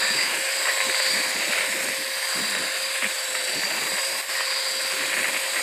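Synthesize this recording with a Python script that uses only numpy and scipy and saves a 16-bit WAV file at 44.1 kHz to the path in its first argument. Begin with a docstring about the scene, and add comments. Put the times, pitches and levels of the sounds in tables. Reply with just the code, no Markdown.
"""A humming, whining electric hand mixer beats eggs and sugar in a plastic bowl, close by.
Its motor slows a little in the thick batter, its gears rattle and its carbon brushes hiss.
The beaters chatter and churn, and now and then they scrape or knock the bowl.
Twice a flying drop of batter lands with a tick."""
import sys
import numpy as np
from scipy import signal
from scipy.fft import rfft, irfft, next_fast_len
from scipy.io import wavfile
from scipy.ndimage import uniform_filter1d, map_coordinates

SR = 44100
rng = np.random.default_rng(int(sys.argv[2]) if len(sys.argv) > 2 else 0)


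def store_pcm(level_fs):
    """Save levels as 16-bit WAV."""
    pcm = np.round(np.clip(level_fs, -1, 1) * 32767).astype(np.int16)
    wavfile.write(sys.argv[1], SR, np.atleast_2d(pcm).T)


N = 247842


def amp(db):
    """Turn decibels into a number to multiply by."""
    return 10 ** (np.asarray(db) / 20)


def unit(x):
    """Scale a signal to an average strength (rms) of 1."""
    return x / np.sqrt(np.mean(x ** 2) + 1e-20)


def curve(rows):
    """Join (time_s, value) points with straight lines, one value per sample."""
    times, values = np.transpose(rows)
    return np.interp(np.arange(N) / SR, times, values)


def above_average(rows):
    """How far a curve lies above its own average at each moment."""
    values = curve(rows)
    return values - values.mean()


def wobble(rate_hz):
    """A smooth random curve that passes through rate_hz new values a second."""
    coarse = np.arange(0, N + 32, 32)
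    knots = rng.standard_normal(len(coarse))
    smooth = map_coordinates(knots, [coarse * rate_hz / SR], mode="wrap")
    return np.interp(np.arange(N), coarse, smooth)


def gate(start_s, length_s, attack_s, release_s):
    """Fade in to reach 1 at start_s, hold for length_s, then fade out."""
    since = np.arange(N) / SR - start_s
    return np.clip(np.minimum(1 + since / attack_s, 1 - (since - length_s) / release_s), 0, 1)


def coloured(x, points, size=8192):
    """Make some pitches louder and others softer, following (pitch_hz, gain_db) points."""
    point_hz, db = np.transpose(points)
    hz = np.fft.rfftfreq(size, 1 / SR)
    gain = amp(np.interp(np.log(hz + 1), np.log(point_hz), db))
    cepstrum = irfft(np.log(gain))
    cepstrum[1:size // 2] *= 2  # folded so that the filter rings after a tap, never before
    cepstrum[size // 2 + 1:] = 0
    return signal.oaconvolve(x, irfft(np.exp(rfft(cepstrum))))[:N]


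def resonant(x, modes):
    """Let x ring an object whose notes are rows of (pitch_hz, width_hz, gain_db)."""
    return sum((-1) ** k * amp(db) * signal.lfilter(*signal.iirpeak(hz, hz / width, fs=SR), x)
               for k, (hz, width, db) in enumerate(modes))


def impacts(cycles, scatter, spread_db):
    """One tap per cycle, early or late by chance and of uneven size."""
    timing, side, strength = rng.standard_normal((int(cycles[-1]), 3)).T
    tap_cycles = (np.arange(len(timing)) + scatter * timing) % cycles[-1]
    at = np.interp(tap_cycles, cycles, np.arange(N))
    sizes = np.sign(side) * amp(spread_db * np.clip(strength, -2, 2))
    return unit(np.bincount(at.astype(int), sizes, N))


def shifting(x, depth_db):
    """Echoes in the bowl change as the mixer moves, so patches of pitch rise and fall in level."""
    spectrum = signal.stft(x, nperseg=512)[2]
    patches = rng.standard_normal(spectrum.shape)
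    for _ in range(2):
        patches = uniform_filter1d(patches, size=3, axis=0)  # smooth across pitch
        patches = uniform_filter1d(patches, size=28, axis=1)  # smooth across time
    return unit(signal.istft(spectrum * amp(depth_db * unit(patches)), nperseg=512)[1][:N])


def tone(turns, per_turn, swell_db, flutter_db, jitter):
    """One motor note: it swells as the mixer turns in the hand and shakes with the load."""
    level = amp(swell_db * wobble(6.9) + flutter_db * wobble(90))
    return unit(level * np.sin(2 * np.pi * per_turn * turns + jitter * wobble(120)))


# How fast the motor spins: time_s, speed_hz
SHAFT_SPEED = [(0, 265.6), (.18, 263.9), (.57, 270.6), (.95, 263.5), (1.25, 262.5), (1.9, 266.8),
               (2.35, 265.6), (2.55, 262.6), (2.92, 267), (3.38, 259.9), (3.72, 261.7), (4.0, 268.6),
               (4.17, 270.5), (4.45, 265), (4.95, 264.6), (5.3, 268.6), (5.62, 267.7)]

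def shaft_turns():
    """Count the turns so far; the motor slows in thick batter and picks up again."""
    return np.cumsum(curve(SHAFT_SPEED) * (1 + .0003 * wobble(25))) / SR


# How loud the hum is: time_s, level_db
HUM_LEVEL = [(0, -38.5), (.27, -46), (.35, -40), (1.0, -38.5), (1.38, -45), (1.8, -38.5), (2.4, -44),
             (2.83, -39.5), (3.2, -43), (3.46, -37.5), (3.54, -48.5), (4.1, -38.5), (4.25, -46),
             (4.35, -41), (5.62, -41)]
# How loud the note an octave above it is: time_s, level_db
OCTAVE_LEVEL = [(0, -59), (.85, -36.5), (1.3, -56), (2.6, -43.5), (3.5, -59), (4.35, -43), (5.62, -52)]

def motor_hum(turns):
    """The motor's two magnetic poles hum at twice the shaft speed, and an octave higher."""
    hum = tone(turns, per_turn=2, swell_db=.5, flutter_db=1.5, jitter=.16)
    octave = tone(turns, per_turn=4, swell_db=.1, flutter_db=4, jitter=.81)
    return amp(curve(HUM_LEVEL)) * hum + amp(curve(OCTAVE_LEVEL)) * octave


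# How loud the whine is: time_s, level_db
WHINE_LEVEL = [(0, -33.5), (.23, -29), (.36, -45), (.58, -32.5), (.76, -43.5), (1.1, -28), (1.35, -37),
               (1.75, -47), (2.36, -33), (2.78, -40), (2.83, -32.5), (3.01, -45), (3.2, -35), (3.32, -56),
               (3.38, -39), (3.65, -31), (3.87, -37), (4.08, -30.5), (4.25, -42.5), (4.51, -32),
               (4.93, -36), (4.99, -51), (5.62, -37.5)]
# Fainter motor notes: cycles_per_turn, level_db
FAINT_NOTES = [(6, -51.5), (8, -46), (17, -46.5)]

def motor_whine(turns):
    """The whine roughens as the gears rattle; the motor's spinning contacts whistle above it."""
    roughness = .35 * amp(above_average(RATTLE_LEVEL))
    whine = tone(turns, per_turn=18, swell_db=.7, flutter_db=2.8, jitter=roughness)
    throb = 1 + .5 * np.cos(2 * np.pi * 2 * turns)  # each of the two poles shakes the brushes
    whistle = throb * tone(turns, per_turn=48, swell_db=2.5, flutter_db=1.8, jitter=.3)
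    faint = sum(amp(db) * tone(turns, per_turn, swell_db=2, flutter_db=4, jitter=.4)
                for per_turn, db in FAINT_NOTES)
    return amp(curve(WHINE_LEVEL)) * whine + amp(-49.5) * whistle + faint


# The notes of the gear case: pitch_hz, width_hz, gain_db
GEAR_CASE_NOTES = [(4510, 510, 0.5), (4940, 150, -1)]

def gear_rasp(turns):
    """The screw-shaped gear catches once a turn and rings its case: a rough edge on the whine."""
    catches = impacts(turns, scatter=.2, spread_db=2) + amp(-3) * rng.standard_normal(N)
    ring = sum(resonant(resonant(catches, [note]), [note]) for note in GEAR_CASE_NOTES)
    level_db = -38 + 1.56 * above_average(RATTLE_LEVEL) + .35 * above_average(WHINE_LEVEL)
    return amp(level_db) * unit(ring)


# How loud the gears rattle: time_s, level_db
RATTLE_LEVEL = [(0, -33), (.4, -35), (.8, -34), (1.08, -31), (1.33, -35.5), (1.55, -33.5), (1.67, -36.5),
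                (2.43, -35), (3.11, -36.5), (4.24, -36.5), (4.55, -33), (4.9, -34.5), (5.08, -32.5),
                (5.25, -37), (5.62, -35.5)]
# The notes of the mixer's shell: pitch_hz, width_hz, gain_db
SHELL_NOTES = [(3235, 350, -5), (3913, 250, 2), (4560, 320, -4.5), (4910, 120, -1.5)]

def gear_rattle(turns):
    """Loose gear teeth slap about twice a turn and ring the mixer's shell."""
    slaps = impacts(2 * turns, scatter=.3, spread_db=-1) + amp(2.5) * rng.standard_normal(N)
    ring = resonant(slaps, SHELL_NOTES)
    ring = coloured(ring, [(1500, -17), (3000, 5.5), (5100, 2), (6000, -13), (10000, -23)])
    return amp(curve(RATTLE_LEVEL)) * shifting(ring, depth_db=1.7)


# The tone colour of the brushes' hiss: pitch_hz, gain_db
HISS_COLOUR = [(2500, -32), (4000, -13.5), (5300, -5.5), (5950, -12), (6600, -7), (7400, -3), (8500, -1.5),
               (9600, -7.5), (11500, -11), (13200, -16.5), (15500, -21.5)]
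# The note of the brush holders: pitch_hz, width_hz, gain_db
HOLDER_NOTE = [(7724, 395, 0)]
# How loud the holders ring: time_s, level_db
HOLDER_LEVEL = [(0, -35), (.09, -33), (.3, -39.5), (.72, -32), (.83, -35), (2.19, -53.5), (2.3, -37),
                (2.6, -44), (3.35, -36), (3.43, -41.5), (5.62, -41.5)]

def brushes(turns):
    """Carbon brushes rub and spark on 24 spinning contacts, more under load; their holders ring."""
    sparks = impacts(24 * turns, scatter=.4, spread_db=9)
    air = amp(2) * rng.standard_normal(N)
    hiss_db = -32.5 + .58 * above_average(BEATER_EFFORT) + .8 * wobble(110)
    hiss = shifting(coloured(sparks + air, HISS_COLOUR), depth_db=2.13)
    holders = resonant(resonant(rng.standard_normal(N), HOLDER_NOTE), HOLDER_NOTE)
    return amp(hiss_db) * hiss + amp(curve(HOLDER_LEVEL)) * unit(holders)


# How hard the beaters work, given as the loudness of their chatter: time_s, level_db
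BEATER_EFFORT = [(0, -30), (.2, -30), (.4, -29.5), (.75, -29.5), (1.15, -28.5), (1.33, -29.5), (1.58, -27),
                 (1.68, -30), (1.88, -30), (2.12, -33), (2.37, -30.5), (2.9, -32), (3.3, -32.5),
                 (3.48, -30.5), (3.8, -29), (4.25, -31), (4.75, -32), (5.22, -28.5), (5.48, -30.5)]
# The tone colour of the beaters: pitch_hz, gain_db
BEATER_COLOUR = [(100, -60), (250, -44), (340, -13.5), (470, -10), (600, -4), (780, -10.5), (1030, -5),
                 (1280, -9), (1700, 0), (2200, -1.5), (2700, -2), (3200, -10), (3800, -25.5), (6000, -38.5)]

def beater_chatter(turns):
    """The beaters chatter unevenly in their sockets as the blades drag through the batter."""
    drag = amp(1.5 * wobble(70))
    taps = impacts(4 * turns, scatter=.5, spread_db=.5) + rng.standard_normal(N)
    chatter = coloured(unit(drag * taps), BEATER_COLOUR)
    return amp(curve(BEATER_EFFORT)) * shifting(chatter, depth_db=1.5)


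BLADES_PER_TURN = 3 / 8  # blades that pass for each turn of the motor
# The short notes of the beater wires: pitch_hz, width_hz, gain_db
WIRE_NOTES = [(1813, 220, 4), (2257, 520, 3)]

def blade_ticks(turns):
    """Passing blades clip the bowl in crisp ticks that stand out as the beaters work harder."""
    taps = impacts(BLADES_PER_TURN * turns, scatter=.5, spread_db=2.5)
    level_db = -37 + 1.7 * above_average(BEATER_EFFORT)
    return amp(level_db) * unit(coloured(resonant(taps, WIRE_NOTES), BEATER_COLOUR))


# The beaters push into a wave of batter: start_s, length_s, churn_db, boom_strength_db
BATTER_WAVES = [(0.004, 0.046, -46, -51), (0.11, 0.29, -44, -48), (0.862, 0.04, -44.5, -49),
                (1.078, 0.12, -44, -32.5), (1.256, 0.046, -45, -44), (1.357, 0.14, -43, -42),
                (1.542, 0.091, -48.5, -60), (1.676, 0.25, -41, -45), (1.988, 0.029, -43.5, -50),
                (2.356, 0.326, -44.5, -33), (3.032, 0.028, -39.5, -45), (3.367, .04, -49, -50),
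                (3.494, 0.095, -45, -60), (3.643, 0.3, -43, -39), (4.082, 0.093, -48.5, -47.5),
                (4.83, 0.031, -48, -62), (4.93, 0.43, -44.5, -42), (5.567, 0.041, -45, -63)]

def sloshing():
    """How strongly the batter churns and the bowl booms: waves come in gulps over light lapping."""
    churn, boom = np.zeros((2, N))
    for start_s, length_s, churn_db, boom_strength_db in BATTER_WAVES:
        wave = gate(start_s, length_s, attack_s=.014, release_s=.032)
        churn += amp(churn_db) * wave
        boom += amp(boom_strength_db) * wave
    gulps = amp(2.5 * wobble(18))
    lapping = amp(-60 + 4.5 * wobble(13))
    return np.hypot(churn * gulps, lapping), boom


# The tone colour of the batter's soft wash: pitch_hz, gain_db
WASH_COLOUR = [(55, -41), (90, -18.5), (140, -0.5), (200, -12), (300, 3.5), (450, 2.5), (900, -36)]
# The low note of the filled bowl: pitch_hz, width_hz, gain_db
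BOWL_NOTE = [(196, 18, 0)]

def batter(churn, boom, count=300):
    """Blades fold in air: short low glugs rise in pitch over a soft wash, and the bowl booms along."""
    delay, pitch, size = rng.random((count, 3)).T[:, :, None]
    t = np.arange(SR // 12) / SR
    start_hz = 175 * 2.1 ** pitch
    cycles = start_hz * t * (1 + 2.95 * t)
    envelope = np.exp(-cycles / 4) * (1 - np.exp(-cycles))
    glugs = amp(8 * size) * np.sin(2 * np.pi * cycles) * envelope
    start = (np.arange(count)[:, None] + delay) / count  # one glug in each equal slice of time
    at = (start * N).astype(int) + np.arange(len(t))
    bubbling = unit(np.bincount(at.ravel(), glugs.ravel())[:N])
    wash = amp(3.5 * wobble(30)) * unit(coloured(rng.standard_normal(N), WASH_COLOUR))
    bowl = unit(resonant(resonant(rng.standard_normal(N), BOWL_NOTE), BOWL_NOTE))
    return churn * unit(bubbling + wash) + amp(-16.5) * boom * bowl


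# A beater rubs the bowl: middle_s, half_length_s, pitch_hz, level_db, grit_above_ring_db
BOWL_SCRAPES = [(0.08, 0.053, 1800, -29, -16), (0.205, 0.029, 2020, -30, -5), (0.69, 0.027, 1900, -29, -7),
                (1.577, .07, 2220, -34, 0.5), (2.552, .03, 1780, -34, -4), (3.046, .016, 2280, -34.5, 5),
                (4.393, 0.045, 1870, -32, -13), (5.178, .01, 1791, -35.5, 5), (5.585, .02, 1920, -31, -1.5)]

def scrapes(turns, skips_per_s=1100, ring_width_hz=74):
    """A blade skips along the plastic and makes the steel wires sing a rough note."""
    bite = amp(4 * np.cos(2 * np.pi * BLADES_PER_TURN * turns))  # harder as each blade comes round
    skips = bite * impacts(skips_per_s * np.arange(N) / SR, scatter=.5, spread_db=2)
    grit = unit(coloured(skips, BEATER_COLOUR))
    out = np.zeros(N)
    for middle_s, half_s, hz, db, grit_db in BOWL_SCRAPES:
        ring = unit(resonant(skips, [(hz, ring_width_hz, 0)]))
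        contact = gate(middle_s - half_s, 2 * half_s, attack_s=.0066, release_s=.014)
        out += amp(db) * contact * (ring + amp(grit_db) * grit)
    return out


# A beater hits the bowl: start_s, level_db, pitch_hz
BOWL_KNOCKS = [(.0283, -17, 1820), (.0498, -16, 1870), (.6554, -17, 1960), (.6729, -17, 1890),
               (.6845, -15.5, 1880), (.6942, -17.5, 1920), (.7738, -18.5, 2080), (.8036, -15.5, 2190),
               (.8126, -14.5, 1990), (.8969, -14.5, 1840), (.9262, -18, 2150), (.9457, -16, 2100),
               (1.0006, -14.5, 2030), (1.5335, -18, 1480), (1.5793, -17.5, 1520), (1.6077, -17, 2200),
               (1.726, -19, 2280), (1.8043, -19.5, 2090), (1.886, -20, 1750), (2.5501, -18, 1840),
               (3.0235, -14, 2150), (3.0434, -18, 1970), (3.3518, -17.5, 2000), (3.6351, -17.5, 1990),
               (3.7035, -18.5, 1980), (3.92, -23, 610), (4.4079, -18.5, 1160), (5.0562, -19, 2300),
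               (5.1302, -14.5, 1900), (5.1395, -17, 2150), (5.1672, -19, 1890), (5.1991, -18, 2170),
               (5.2445, -15.5, 1990), (5.2555, -18, 1700), (5.2949, -18, 2140), (5.3455, -19, 2200),
               (5.3645, -18, 2200), (5.5593, -16.5, 1960), (5.594, -20.5, 950)]
# The tone colour of the plastic's thud: pitch_hz, gain_db
THUD_COLOUR = [(50, -34), (200, -31), (600, 2.5), (1100, 1), (1600, 7), (4000, -31)]

def knocks(rise_s=.0007, fade_s=.028):
    """A beater strikes the bowl: a very short ring, a crack and a dull plastic thud."""
    rings, hits = np.zeros((2, N + SR))
    t = np.arange(SR // 30) / SR
    swell = t / rise_s * np.exp(1 - t / rise_s)
    for start_s, db, hz in BOWL_KNOCKS:
        at = round(start_s * SR)
        rings[at:at + len(t)] += amp(db) * swell * np.sin(2 * np.pi * hz * t)
        hits[at:at + len(t)] += amp(db - 60 * t / fade_s) * rng.standard_normal(len(t))
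    crack = amp(3) * coloured(hits, BEATER_COLOUR)
    thud = amp(-9) * coloured(hits, THUD_COLOUR)
    return rings[:N] + crack + thud


# Drops of batter flicked off the beaters: start_s, level_db
DROPS = [(.612, -23), (1.291, -21)]

def spatter(fade_s=.014):
    """Each drop lands with a thin, bright tick."""
    out = np.zeros(N)
    t = np.arange(SR // 50) / SR
    for start_s, db in DROPS:
        at = round(start_s * SR)
        out[at:at + len(t)] += amp(db - 60 * t / fade_s) * rng.standard_normal(len(t))
    return coloured(out, [(3000, -25), (11000, -6), (15000, 0)])


def scene():
    """One shaft drives the motor's sounds and the beaters; mixer and bowl add up in one channel."""
    turns = shaft_turns()
    churn, boom = sloshing()
    motor = motor_hum(turns) + motor_whine(turns)
    mixer = motor + gear_rasp(turns) + gear_rattle(turns) + brushes(turns)
    beaters = beater_chatter(turns) + blade_ticks(turns) + knocks() + scrapes(turns)
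    return (mixer + beaters + batter(churn, boom) + spatter())[None]


def record(dry):
    """The level dips briefly once, and the very highest treble is cut away."""
    dip_db = -5 * gate(start_s=4.216, length_s=.06, attack_s=.0019, release_s=.021)
    size = 2 * next_fast_len(N // 2 + 8192)
    hz = np.fft.rfftfreq(size, 1 / SR)
    spectrum = rfft(dry * amp(dip_db), size)
    return irfft(spectrum * (hz < 15550), size)[:, :N]


dry = scene()
out = record(dry)
store_pcm(out)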